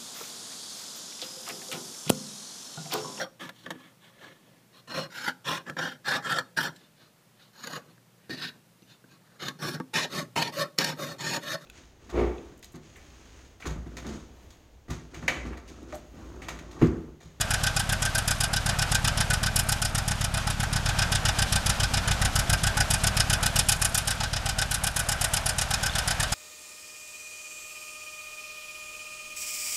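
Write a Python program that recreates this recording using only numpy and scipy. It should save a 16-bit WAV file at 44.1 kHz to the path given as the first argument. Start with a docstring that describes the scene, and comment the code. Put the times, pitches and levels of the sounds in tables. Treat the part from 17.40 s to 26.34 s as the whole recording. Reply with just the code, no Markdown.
"""End of a field: a slow two-cylinder diesel tractor turns, dragging a harrow, some tens of metres away.
Both cylinders fire about a quarter cycle apart: each sends a pressure thump down the stack and a blast
of gas, made of gated noise, that rings stack and tin. Gulps of intake air follow.
Under it, shaped noise makes rumbling tyres, clattering gears and a harrow rustling through dry soil."""
import sys
import numpy as np
from scipy import signal
from scipy.fft import rfft, irfft, next_fast_len
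from scipy.io import wavfile
from scipy.ndimage import uniform_filter1d

SR = 44100
rng = np.random.default_rng(int(sys.argv[2]) if len(sys.argv) > 2 else 0)


def put_to_file(sound):
    """Save the sound as 16-bit audio at rate SR, in the file named by the first command-line argument."""
    columns = np.atleast_2d(sound).T  # one column per channel
    safe = np.clip(columns, -1, 1)
    whole_steps = np.round(safe * 32767)
    wavfile.write(sys.argv[1], SR, whole_steps.astype(np.int16))


def magnitude_from_level(level_db):
    """Linear magnitude for a level in decibels (20 dB per decade)."""
    exponent = np.asarray(level_db, float) / 20
    return 10 ** exponent


N = 394254
TIME_S = np.arange(N) / SR
MARGIN = SR // 2  # samples of run-in and of run-out


def along(table, s):
    """Interpolate every control of a table at the given moments."""
    at, *columns = np.transpose(table)
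    return [np.interp(s, at, column) for column in columns]


def unit(x):
    """Scale to rms 1."""
    return x / np.sqrt(np.mean(x ** 2))


def ring(x, hz, width_hz):
    """Resonance with gain 1 at its centre."""
    return signal.lfilter(*signal.iirpeak(hz, hz / width_hz, fs=SR), x)


def fade(x, fade_ms):
    """Exponential decay of every spike; fade_ms is the time constant."""
    return signal.lfilter([1], [1, -np.exp(-1000 / (fade_ms * SR))], x)


def spikes(s, size):
    """Single samples at the given moments, with run-in and run-out."""
    out = np.zeros(N + 2 * MARGIN)
    at = np.round(s * SR).astype(int) + MARGIN
    np.add.at(out, at, size)
    return out


def heard(x):
    """Drop the run-in and run-out."""
    return x[MARGIN:MARGIN + N]


def coloured(spectrum):
    """Noise of rms 1 shaped by a spectrum, log-interpolated in frequency."""
    hz, db = np.transpose(spectrum)
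    size = next_fast_len(N)
    bin_hz = np.arange(size // 2 + 1) * SR / size
    gain = magnitude_from_level(np.interp(np.log(bin_hz + 1), np.log(hz), db))
    return unit(irfft(rfft(rng.standard_normal(size)) * gain, size)[:N])


def walk(rate_hz):
    """Random levels held 1 / rate_hz and slewed twice; spread near 1."""
    hold = int(SR / rate_hz)
    steps = np.repeat(rng.standard_normal(N // hold + 1), hold)
    return 0.81 * uniform_filter1d(uniform_filter1d(steps, hold), hold)[:N]


# engine sags as the harrow bites in the turn, then picks up: (time [s], crank speed [rpm])
CRANK_SPEED = [(0.0, 934.3), (0.45, 930.2), (1.0, 943.1), (1.6, 932.7), (2.15, 932.2), (2.7, 915.3),
               (3.37, 934.4), (4.12, 873.8), (5.03, 854.6), (5.65, 915.4), (6.1, 925.8), (6.6, 930.5),
               (7.8, 966.5), (8.94, 980.5)]
FIRST_FIRING_S, SECOND_FIRING_SHARE = -.0229, .2425  # share of the cycle


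def stroke_times(share):
    """Moments [s] of a stroke at this share of the two-turn cycle: all first cylinder, then all second."""
    s = np.arange(FIRST_FIRING_S, N / SR + .3, .001)
    cycles_per_s = along(CRANK_SPEED, s)[0] / 120
    # trapezoids of 1 ms
    cycles = np.append(0, np.cumsum(cycles_per_s[1:] + cycles_per_s[:-1]) * .0005)
    first = np.arange(int(np.interp(N / SR, s, cycles)) + 1) + share
    return np.interp(np.concatenate([first, first + SECOND_FIRING_SHARE]), cycles, s)


def add_pulses(out, s, db, width_ms):
    """Pressure pulses heard from afar: a dip, then an overshoot that settles slowly."""
    reach = np.arange(-400, 1200)
    u = reach / SR * 1000 / width_ms[:, None]
    dip = -np.exp(-u ** 2 / 2)
    overshoot = .55 * np.exp(-(u - 2.3) ** 2 / 2)
    settling = .2 * np.exp(-(u - 8.5) ** 2 / 8)
    at = np.round(s * SR).astype(int)[:, None] + MARGIN + reach
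    np.add.at(out, at, magnitude_from_level(db)[:, None] * (dip + overshoot + settling))


# exhaust as load and heading change, levels before scatter and resonance gains:
# (time [s], thump level [dB], gas blast level [dB], blast treble tilt [dB/octave above 4.5 kHz],
#  whistle level [dB])
EXHAUST_LEVELS = [(0, -20.5, -26.5, -1.5, -32), (.5, -19.9, -28.5, -2, -31), (.9, -20, -27, 1.5, -33),
                  (1.2, -20, -27, -4, -33), (1.55, -18.2, -25.5, -3, -32), (2.0, -18, -26, -3, -32.5),
                  (2.2, -19.5, -26.5, 3.5, -34), (2.45, -19.4, -28, -1, -42), (3.1, -20, -32, -2, -38),
                  (3.35, -18.5, -31, -3, -33.5), (3.6, -17.7, -24, -7, -30.5), (4.1, -17.5, -25, -2.5, -37),
                  (4.6, -17.5, -26, -5.5, -35), (4.95, -16.5, -28, 1.5, -35), (5.3, -16.7, -26.5, -2, -26),
                  (5.55, -18, -24.5, -0.5, -35.5), (5.9, -17.5, -25.8, -2, -34),
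                  (6.25, -19.5, -22.5, 1.3, -36), (6.6, -22.5, -27, 2.5, -34),
                  (6.85, -22.5, -28, -8, -38.5), (7.2, -22.1, -28, -1, -34.5), (7.35, -23, -29.5, 4, -34.5),
                  (8.15, -22.7, -27, 1, -38), (8.45, -22, -27.5, -2, -33.5),
                  (8.94, -21.5, -26.5, -1.5, -37)]
# as the engine lugs and frees up with crank speed: (time [s], thump width [ms], second cylinder re first [dB],
# pipe echo re thump [dB], intake re thump [dB], extra gain of the first low resonance [dB])
STACK_UNDER_LOAD = [(0, 1.35, -1, -9.5, -7, 1), (3.3, 1.4, -.5, -9, -6.5, 0), (4.1, 1.5, 0, -6, -12, -3),
                    (5.3, 1.5, 0, -6, -12, -3), (5.8, 1.4, -.5, -10, -9, 1), (7, 1.5, -2.5, -9, -8, 5),
                    (8.94, 1.5, -2.5, -9, -8, 5)]
# thump returns inside the exhaust pipe: (lag [ms], level re pipe echo [dB], widening [ratio])
PIPE_ECHOES = [(22.0, 0, 1.5), (41.0, -4, 1.4)]
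# low resonances rung by the pulses, the first is the boom: (frequency [Hz], width [Hz], gain [dB])
MUFFLER_MODES = [(55, 10, -6), (29, 10, -5), (95, 25, -12), (128, 25, -9)]
FIRST_GULP_SHARE = .565  # share of the cycle
THUMP_SCATTER_DB = 0.6  # from firing to firing


def thumps():
    """Firing pulses, their returns in the pipe and the intake gulps, ringing low resonances."""
    out = np.zeros(N + 2 * MARGIN)
    fired, gulped = stroke_times(0), stroke_times(FIRST_GULP_SHARE)
    chance = rng.standard_normal((4, len(fired)))
    db = along(EXHAUST_LEVELS, fired)[0] + THUMP_SCATTER_DB * chance[3]
    second = np.repeat([0, 1], len(fired) // 2)
    width_ms, second_db, echo_db, intake_db, _ = along(STACK_UNDER_LOAD, fired)
    add_pulses(out, fired, db + second * second_db, width_ms)
    for (lag_ms, gain_db, widening), scatter in zip(PIPE_ECHOES, chance):
        return_db = db + echo_db + gain_db + .7 * scatter
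        add_pulses(out, fired + lag_ms / 1000, return_db, widening * width_ms)
    # the second cylinder draws on air already moving, so its gulp is softer
    gulp_db = db + intake_db - 5 * second + .7 * chance[2]
    add_pulses(out, gulped, gulp_db, 1.2 * width_ms)
    boom, *rings = [magnitude_from_level(gain_db) * heard(ring(out, hz, width_hz))
                    for hz, width_hz, gain_db in MUFFLER_MODES]
    boom_db = along(STACK_UNDER_LOAD, TIME_S)[-1]
    return heard(out) + magnitude_from_level(boom_db) * boom + sum(rings)


# clatter level as the tractor turns; also steers stack ring and harrow: (time [s], level [dB])
TURN_LEVEL = [(0, -37), (1.07, -38), (1.7, -36), (2.3, -39), (3.05, -39), (3.65, -35.5), (4.2, -36),
              (5.6, -35.5), (6.0, -36.5), (6.45, -38.5), (7.15, -39.5), (8.2, -38), (8.94, -35)]
# stack and tin rung by the gas blast: (frequency [Hz], width [Hz], gain [dB], fade [ms])
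BODY_MODES = [(681.8, 98, -3.5, 6.6), (800, 130, -4.5, 10.3), (1338, 213, -1, 5.4), (1790, 380, -5, 11.7),
              (2484, 85, -13, 10.3), (2966, 330, -9.5, 8.9), (3240, 680, -10, 5.3), (3460, 79, -19.5, 18),
              (3750, 640, -9.5, 10.6), (5073, 600, -5, 10.9), (5655, 360, -8, 5.7), (6650, 880, -5, 6.5),
              (7370, 450, -9, 5.4), (7760, 1200, -2.5, 3.1), (8790, 550, 0, 2.98), (9560, 510, -5, 2.45),
              (10580, 1250, 1.5, 3.53), (12160, 2200, -4, 2.9)]
# edge tone of the stack: (frequency [Hz], width [Hz], gain [dB], fade [ms])
WHISTLE_MODES = [(1494, 47, -0.5, 9.2), (1550, 58, -5, 24.8), (1600, 20, -14.5, 14.5)]
STACK_RING_DB = 4.5  # over the clatter
BLAST_SCATTER_DB, RING_SCATTER_DB = 0.84, 0.7  # from firing to firing
GULP_HISS_DB, SECOND_GULP_DB = -25.5, -1  # under the blast; over the first gulp
CRACK_DB, CRACK_DB_PER_OCTAVE = -16.0, 1  # at 1 kHz; slope over frequency


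def blasts():
    """Turbulent gas rushes out for some ms after each firing; every blast favours other resonances."""
    fired, gulped = stroke_times(0) - .0008, stroke_times(FIRST_GULP_SHARE) + .00077
    second = np.repeat([0, 1], len(fired) // 2)
    modes = BODY_MODES + WHISTLE_MODES
    colours = rng.standard_normal((len(modes), len(fired)))
    hiss_chance = rng.standard_normal(len(fired))
    strength = rng.standard_normal((4, len(fired)))
    _, jet_db, treble_db, whistle_db = along(EXHAUST_LEVELS, fired)
    jet_db = jet_db + BLAST_SCATTER_DB * strength[0]
    treble_db = treble_db + BLAST_SCATTER_DB * strength[1]
    stack_db = along(TURN_LEVEL, fired)[0] + STACK_RING_DB + RING_SCATTER_DB * strength[2]
    whistle_db = whistle_db + RING_SCATTER_DB * strength[3]
    # eddies make the flow flutter from ms to ms
    eddies = uniform_filter1d(rng.standard_normal(N), size=40) * np.sqrt(40)
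    flutter = unit(magnitude_from_level(1.15 * eddies))
    rush = int(0.0079 * SR)  # valve-open time in samples
    gas = rng.standard_normal(N)
    out = 0
    for mode, colour in zip(modes, colours):
        hz, width_hz, gain_db, fade_ms = mode
        if mode in WHISTLE_MODES:
            blast_db = whistle_db
        elif hz < 2100:
            blast_db = stack_db
        else:
            blast_db = jet_db + treble_db * max(np.log2(hz / 4500), 0)
        # the intake hisses faintly at each gulp, in the treble only
        hiss_db = blast_db + GULP_HISS_DB + SECOND_GULP_DB * second + 2.1 * hiss_chance
        hiss = (hz > 6300) * magnitude_from_level(hiss_db)
        kick = spikes(fired, magnitude_from_level(blast_db + 1.3 * colour)) + spikes(gulped, hiss)
        # flow builds while the valve stands open, then dies to a faint tail
        dying = fade(kick, fade_ms) + magnitude_from_level(-23.5) * fade(kick, 23.3)
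        held = uniform_filter1d(dying, rush, origin=(rush - 1) // 2)
        # the first crack of the valve is sudden
        crack = magnitude_from_level(CRACK_DB + CRACK_DB_PER_OCTAVE * np.log2(hz / 1000)) * dying
        flow = heard(held + crack) * flutter
        # each resonance hears other eddies; a steep skirt keeps the valleys between them hollow
        rung = ring(np.roll(gas, int(hz)) * flow, hz, width_hz)
        rung = ring(rung, hz, 3.3 * width_hz)
        out = out + magnitude_from_level(gain_db) * np.sqrt(SR / width_hz) * rung
    return out


# tyre noise spectrum, scaled to rms 1 on use: (frequency [Hz], relative density [dB])
RUMBLE_SPECTRUM = [(12, -32), (20, -9), (49, -5), (109, -6.5), (186, -2), (317, -15.5), (450, -20),
                   (580, -59), (990, -120)]
RUMBLE_DB = -21  # over the thump


def tyre_rumble():
    """Tyres: low noise that follows the thump level."""
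    return coloured(RUMBLE_SPECTRUM) * magnitude_from_level(along(EXHAUST_LEVELS, TIME_S)[0] + RUMBLE_DB)


# gear and tin spectrum, scaled to rms 1 on use: (frequency [Hz], relative density [dB])
CLATTER_SPECTRUM = [(260, -33), (450, -11.5), (645, -1.5), (798, -3), (1040, -7), (1380, -3.5), (1520, -4),
                    (1690, -7), (2150, -11.5), (2450, -9), (2600, -12.5), (3380, -32), (5720, -120)]


def gear_clatter():
    """Gears and tin: mid-band noise with an unsteady level."""
    return coloured(CLATTER_SPECTRUM) * magnitude_from_level(along(TURN_LEVEL, TIME_S)[0] + 1.67 * walk(22))


# tines in soil, scaled to rms 1 on use: (frequency [Hz], relative density [dB])
RUSTLE_SPECTRUM = [(1180, -17), (2000, -7), (2950, 5), (4220, 1), (5100, 0.5), (6070, -1), (10700, -8.5),
                   (12600, -8.5), (14500, -18)]
# light taps of harrow links: (time [s], level before ring [dB re +37.5 dB], ring frequency [Hz])
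LINK_TAPS = [(8.4956, -22, 3520), (8.5154, -32, 3700), (8.5374, -27, 4260), (8.5524, -27, 3780)]
RUSTLE_DB = -3.5  # over the clatter


def harrow():
    """Tines rustle through clods as unsteady bright noise; their links tap as struck resonances."""
    rustle_db = along(TURN_LEVEL, TIME_S)[0] + RUSTLE_DB + 2.54 * walk(40)
    rustle = coloured(RUSTLE_SPECTRUM) * magnitude_from_level(rustle_db)
    # 37.5 dB offsets most of the loss of a single sample in a narrow ring
    taps = sum(ring(heard(spikes(np.array([s]), magnitude_from_level(db + 37.5))), hz, 66) for s, db, hz in LINK_TAPS)
    return rustle + taps


def scene():
    """All sources sum at one microphone over open ground."""
    return (thumps() + blasts() + tyre_rumble() + gear_clatter() + harrow())[None]


def roll_off(x):
    """The treble ends steeply here."""
    return signal.sosfilt(signal.butter(12, 15260, fs=SR, output="sos"), x)


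def record(dry):
    """The camera cuts the deepest bass and the top."""
    x = signal.sosfilt(signal.butter(2, 12, "high", fs=SR, output="sos"), dry)
    x = signal.sosfilt(signal.butter(2, 11500, fs=SR, output="sos"), x)
    x = signal.sosfilt(signal.cheby1(12, .5, 14000, fs=SR, output="sos"), x)
    return roll_off(x)


dry = scene()
out = record(dry)
put_to_file(out)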